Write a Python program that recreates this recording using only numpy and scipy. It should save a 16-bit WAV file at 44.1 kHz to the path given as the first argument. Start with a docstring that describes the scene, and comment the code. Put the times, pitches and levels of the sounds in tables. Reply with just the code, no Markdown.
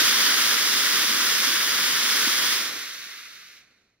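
"""Open field: a small solid rocket motor burns nozzle-up on a scale, close to a two-port microphone.
The jet, shaped noise mixed with tiny random shocks, hisses and crackles over the low roar of its plume.
A few soft chuffs are short low pressure swings; the quiet air is faint filtered noise.
Thrust collapses at 2.55 s: the plume shortens, the hiss sinks while its hollow colour slides upward,
and after 3.6 s only a sigh of gas is left."""
import sys
import numpy as np
from scipy import signal
from scipy.fft import rfft, irfft
from scipy.io import wavfile
from scipy.ndimage import uniform_filter1d

SR = 44100
rng = np.random.default_rng(int(sys.argv[2]) if len(sys.argv) > 2 else 0)


def to_wav(s):
    """Save 16-bit WAV."""
    ch = np.atleast_2d(s).T  # columns
    pcm = np.round(np.clip(ch, -1, 1) * 32767)  # PCM
    wavfile.write(sys.argv[1], SR, pcm.astype(np.int16))


N = 176400

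# strength of the jet's hiss before trim: time_s, level_db
HISS_LEVEL = [(0, -21), (0.15, -22), (0.32, -22.5), (0.36, -23.8), (0.39, -22.5), (0.58, -24.0),
              (1.15, -24), (1.45, -24), (1.72, -25.5), (2.05, -24.5), (2.25, -23.5), (2.57, -25.5),
              (2.62, -29), (2.71, -34.5), (2.8, -35.8), (3.05, -41), (3.35, -47.5), (3.58, -52.5),
              (3.66, -63.5), (3.85, -72), (4, -80.5)]


def undb(db):
    """Amplitude ratio of a level in dB."""
    return 10 ** (np.asarray(db) / 20)


def curve(rows, t_s, column=1):
    """A table column against time, joined by straight lines."""
    rows = np.array(rows)
    return np.interp(t_s, rows[:, 0], rows[:, column])


def spectrum(rows, hz, column=1):
    """A table column against log frequency."""
    rows = np.array(rows)
    return np.interp(np.log(hz + 1), np.log(rows[:, 0]), rows[:, column])


def walk(rate_per_s):
    """Random levels held for 1 / rate, slewed by two moving averages and scaled to unit deviation."""
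    hold = int(SR / rate_per_s)
    steps = np.repeat(rng.standard_normal(N)[:N // hold + 1], hold)
    slow = uniform_filter1d(uniform_filter1d(steps, hold), hold)[:N]
    return slow / slow.std()


def failing(t_s):
    """State of the plume, read from the hiss level: 0 at full thrust, 1 when short and weak."""
    full_db, weak_db = -24.5, -51
    return np.clip((full_db - curve(HISS_LEVEL, t_s)) / (full_db - weak_db), 0, 1)


def turbulence():
    """Mixing noise plus a dense rain of small, uneven shocks whose power share fades with the thrust."""
    shocks_per_s, size_spread_db, full_thrust_share = 2800, 4, 0.29
    sizes = undb(size_spread_db * np.minimum(rng.standard_normal(N), 3))
    shocks = (rng.random(N) < shocks_per_s / SR) * sizes
    shocks = (shocks - shocks.mean()) / shocks.std()
    share = full_thrust_share * (1 - failing(np.arange(N) / SR))
    return np.sqrt(share) * shocks + np.sqrt(1 - share) * rng.standard_normal(N)


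def jet_gain(hz, ripple_hz, t_s, weak):
    """Hiss and roar gain by port, frequency and time; colour slides up as the plume shortens."""
    # roar of the large eddies in the plume before trim: time_s, level_db
    roar_level = [(0, -40.5), (0.1, -40.5), (0.9, -43), (1.45, -43.5), (2.05, -44), (2.3, -43),
                  (2.52, -43.2), (2.78, -51), (2.92, -58.5), (3.1, -60.5), (3.2, -66), (3.5, -69.5),
                  (3.87, -77), (4, -82)]
    # colour at full thrust, rippled by the ground reflection: freq_hz, left_rel_db, right_rel_db
    full_colour = [(40, -35, -37.5), (130, -27, -25.5), (220, -12, -13), (328, -11.5, -11),
                   (580, -13.5, -17.5), (770, -15, -13.5), (910, -23, -11), (1104, -11.5, -6.5),
                   (1330, -6.5, -5.5), (1520, -4.5, -3.5), (2050, -2, -8.5), (2500, -7.5, -5.5),
                   (2900, -8.5, -4), (3370, -7, -1.0), (3700, -2.5, -4.5), (4150, -5, -6.5),
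                   (4530, -7, -3.5), (5020, -12, 1.5), (5050, -7.5, -2), (5680, -5.5, -3.5),
                   (6680, -7.5, -9.5), (8000, -14.5, -12.5), (9300, -11.5, -18.5), (10600, -11.5, -18),
                   (11700, -14.5, -22.5), (13100, -13.5, -18.0), (15600, -14.5, -16.5)]
    # colour of the failing plume before the ripple slides up: freq_hz, left_rel_db, right_rel_db
    weak_colour = [(40, -27, -27), (140, -20.0, -20.0), (270, -17.5, -17.5), (400, -18.0, -18.0),
                   (600, -16.0, -24), (780, -19.5, -23), (920, -29.5, -12), (1060, -10, -4.5),
                   (1350, -3.5, -2), (1640, -2.5, -4.5), (1900, 1, -3), (2150, -6.5, 0.5), (2650, -4, -9.5),
                   (3220, -9.0, 0.5), (3800, -5, -3.0), (4400, -10, -4), (5200, -8, -4.5),
                   (6370, -9.5, -13.5), (7000, -14.5, -16), (7880, -15.5, -13.5), (8600, -19.5, -23),
                   (10800, -16, -22.5), (15500, -18, -21)]
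    # dull, hollow colour of the last gas leaving the casing: freq_hz, left_rel_db, right_rel_db
    spent_colour = [(50, -13, -12), (200, -2.0, -2.0), (400, -2, -2), (650, -6, -10), (1030, -13, -11.5),
                    (1400, -7, -1.5), (1800, -5.0, -5), (2130, 0, -3), (2450, -7, 2), (2900, -7.0, -13),
                    (3300, -11, -9), (3750, -14.0, -3), (4250, -7, -2), (5000, -17.0, -11.0),
                    (5800, -11.0, -8.0), (7200, -15, -17), (8200, -22, -25), (9000, -26.5, -28.0),
                    (11000, -23, -30.0), (15500, -32, -31.5)]
    hiss_trim_db, roar_trim_db, split_hz = 3.5, 1.25, 898
    sigh_onset_db, sigh_range_db = -51, 10  # hiss level where the sigh sets in, further fall to sigh alone

    def both_ports(rows, at_hz):
        return np.array([spectrum(rows, at_hz, 1), spectrum(rows, at_hz, 2)])

    def at_level(gain, db):
        return gain * undb(db) / np.sqrt(np.mean(gain ** 2, axis=(0, 1)))

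    hiss_db = curve(HISS_LEVEL, t_s)
    spent = np.clip((sigh_onset_db - hiss_db) / sigh_range_db, 0, 1)
    full_db = both_ports(full_colour, ripple_hz)
    weak_db = both_ports(weak_colour, ripple_hz)
    burning_db = (1 - weak) * full_db + weak * weak_db
    colour = undb((1 - spent) * burning_db + spent * both_ports(spent_colour, hz))
    low = 1 / (1 + (ripple_hz / split_hz) ** 20)  # power share of the roar region
    hiss = at_level(colour * np.sqrt(1 - low), hiss_db + hiss_trim_db)
    roar = at_level(colour * np.sqrt(low), curve(roar_level, t_s) + roar_trim_db)
    return np.hypot(hiss, roar)


def jet():
    """Fluttering turbulence that reaches the two ports partly alike and slightly out of step."""
    # likeness of the jet at the two ports: freq_hz, coherence_0_1, left_lead_rad
    full_ports = [(30, 1.0, 0.0), (450, 0.99, 0.0), (800, 0.49, -1.9), (950, 0.56, -0.1),
                  (1150, 0.97, -0.3), (1700, 0.96, -0.1), (2200, 0.67, -0.6), (2800, 0.26, -2.3),
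                  (3400, 0.61, -0.6), (3950, 0.45, -1.4), (4650, 0.49, -3.0), (5100, 0.58, -1.8),
                  (5700, 0.61, -2.0), (6500, 0.71, -2.8), (8000, 0.92, -3.1), (9400, 0.45, -3.9),
                  (11500, 0.44, -6.0), (13500, 0.57, -7.3), (15600, 0.53, -7.7)]
    # likeness of the short plume at the two ports: freq_hz, coherence_0_1, left_lead_rad
    weak_ports = [(30, 1.0, 0.0), (350, 0.97, -0.1), (560, 0.69, -0.3), (780, 0.75, -1.6), (950, 0.63, 0.1),
                  (1150, 0.93, -0.4), (1600, 0.94, -0.1), (2450, 0.63, -0.8), (2850, 0.62, -2.5),
                  (3400, 0.51, -1.3), (3900, 0.69, -1.3), (4400, 0.51, -1.9), (5100, 0.73, -2.3),
                  (5800, 0.74, -2.0), (8000, 0.92, -3.1), (9400, 0.48, -3.9), (11500, 0.38, -5.8),
                  (13500, 0.49, -7.4), (15600, 0.43, -7.9)]
    flutter_per_s, flutter_db, surge_per_s, surge_db = 92, 0.36, 7.9, 0.26
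    ripple_rise, ripple_top_hz = 0.17, 7000  # upward shift as a share of frequency, fading above top
    sway_share, sway_per_s = 0.013, 7  # the swaying plume shifts the ripple
    billow_db, billow_per_s, billow_top_hz = 3.0, 9.2, 150  # swells of the deepest rumble
    weak_colour_at = 0.86  # failing state at which the colour is fully weak

    unsteady = undb(flutter_db * walk(flutter_per_s) + surge_db * walk(surge_per_s))
    eddies = np.array([turbulence(), turbulence()]) * unsteady
    hz, t_s, (shared, apart) = signal.stft(eddies, SR, nperseg=1024, noverlap=768)
    hz = hz[:, None]

    def frame_walk(rate_per_s):
        return np.interp(t_s, np.arange(N) / SR, walk(rate_per_s))

    rise = ripple_rise * failing(t_s) + sway_share * frame_walk(sway_per_s)
    ripple_hz = hz / (1 + rise / (1 + (hz / ripple_top_hz) ** 10))
    billows = undb(billow_db * frame_walk(billow_per_s) / (1 + (hz / billow_top_hz) ** 2))
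    weak = np.clip(failing(t_s) / weak_colour_at, 0, 1)

    def port_blend(column):
        full = spectrum(full_ports, ripple_hz, column)
        return (1 - weak) * full + weak * spectrum(weak_ports, ripple_hz, column)

    coherence = np.clip(port_blend(1), 0, 1)
    sides = np.array([1, -1])[:, None, None]  # left, right
    ports = np.sqrt((1 + coherence) / 2) * shared + sides * np.sqrt((1 - coherence) / 2) * apart
    lead = np.exp(.5j * sides * port_blend(2))  # half the phase lead on each side
    heard = ports * lead * billows * jet_gain(hz, ripple_hz, t_s, weak)
    return signal.istft(heard, SR, nperseg=1024, noverlap=768)[1][:, :N]


def chuffs():
    """Uneven burning spurts gas: each chuff is a low sine swing under a short Gaussian envelope."""
    # chuffs of uneven burning: middle_s, envelope_peak_db, pitch_hz
    chuff_rows = [(0.02, -29, 280), (0.045, -42, 125), (0.762, -32, 280), (1.203, -34, 284),
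                  (1.25, -33, 287), (1.94, -39.5, 174), (2.276, -28, 282), (3.066, -58, 250)]
    sigma_cycles = 0.6
    out = np.zeros(N)
    for middle_s, peak_db, pitch_hz in chuff_rows:
        cycles = (np.arange(N) / SR - middle_s) * pitch_hz
        envelope = undb(peak_db) * np.exp(-.5 * (cycles / sigma_cycles) ** 2)
        out += envelope * np.sin(2 * np.pi * cycles)
    return out


def field():
    """Faint outdoor rumble: noise shaped by a falling spectrum, alike on both sides."""
    # quiet air of the field: freq_hz, rel_level_db
    air_colour = [(20, -10.5), (45, -2.5), (80, -3), (200, -3), (400, -13.5), (1000, -31), (4000, -37),
                  (16000, -54)]
    rms_db = -79
    hz = np.arange(N // 2 + 1) * SR / N
    air = irfft(rfft(rng.standard_normal(N)) * undb(spectrum(air_colour, hz)), N)
    return air / air.std() * undb(rms_db)


def scene():
    """The motor in the quiet field."""
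    return jet() + chuffs() + field()


def record(dry):
    """The recorder cuts the top steeply with an elliptic low-pass."""
    top_hz, ripple_db, stop_db = 15700, .1, 80
    low_pass = signal.ellip(12, ripple_db, stop_db, top_hz, fs=SR, output="sos")
    return signal.sosfilt(low_pass, dry)


dry = scene()
out = record(dry)
to_wav(out)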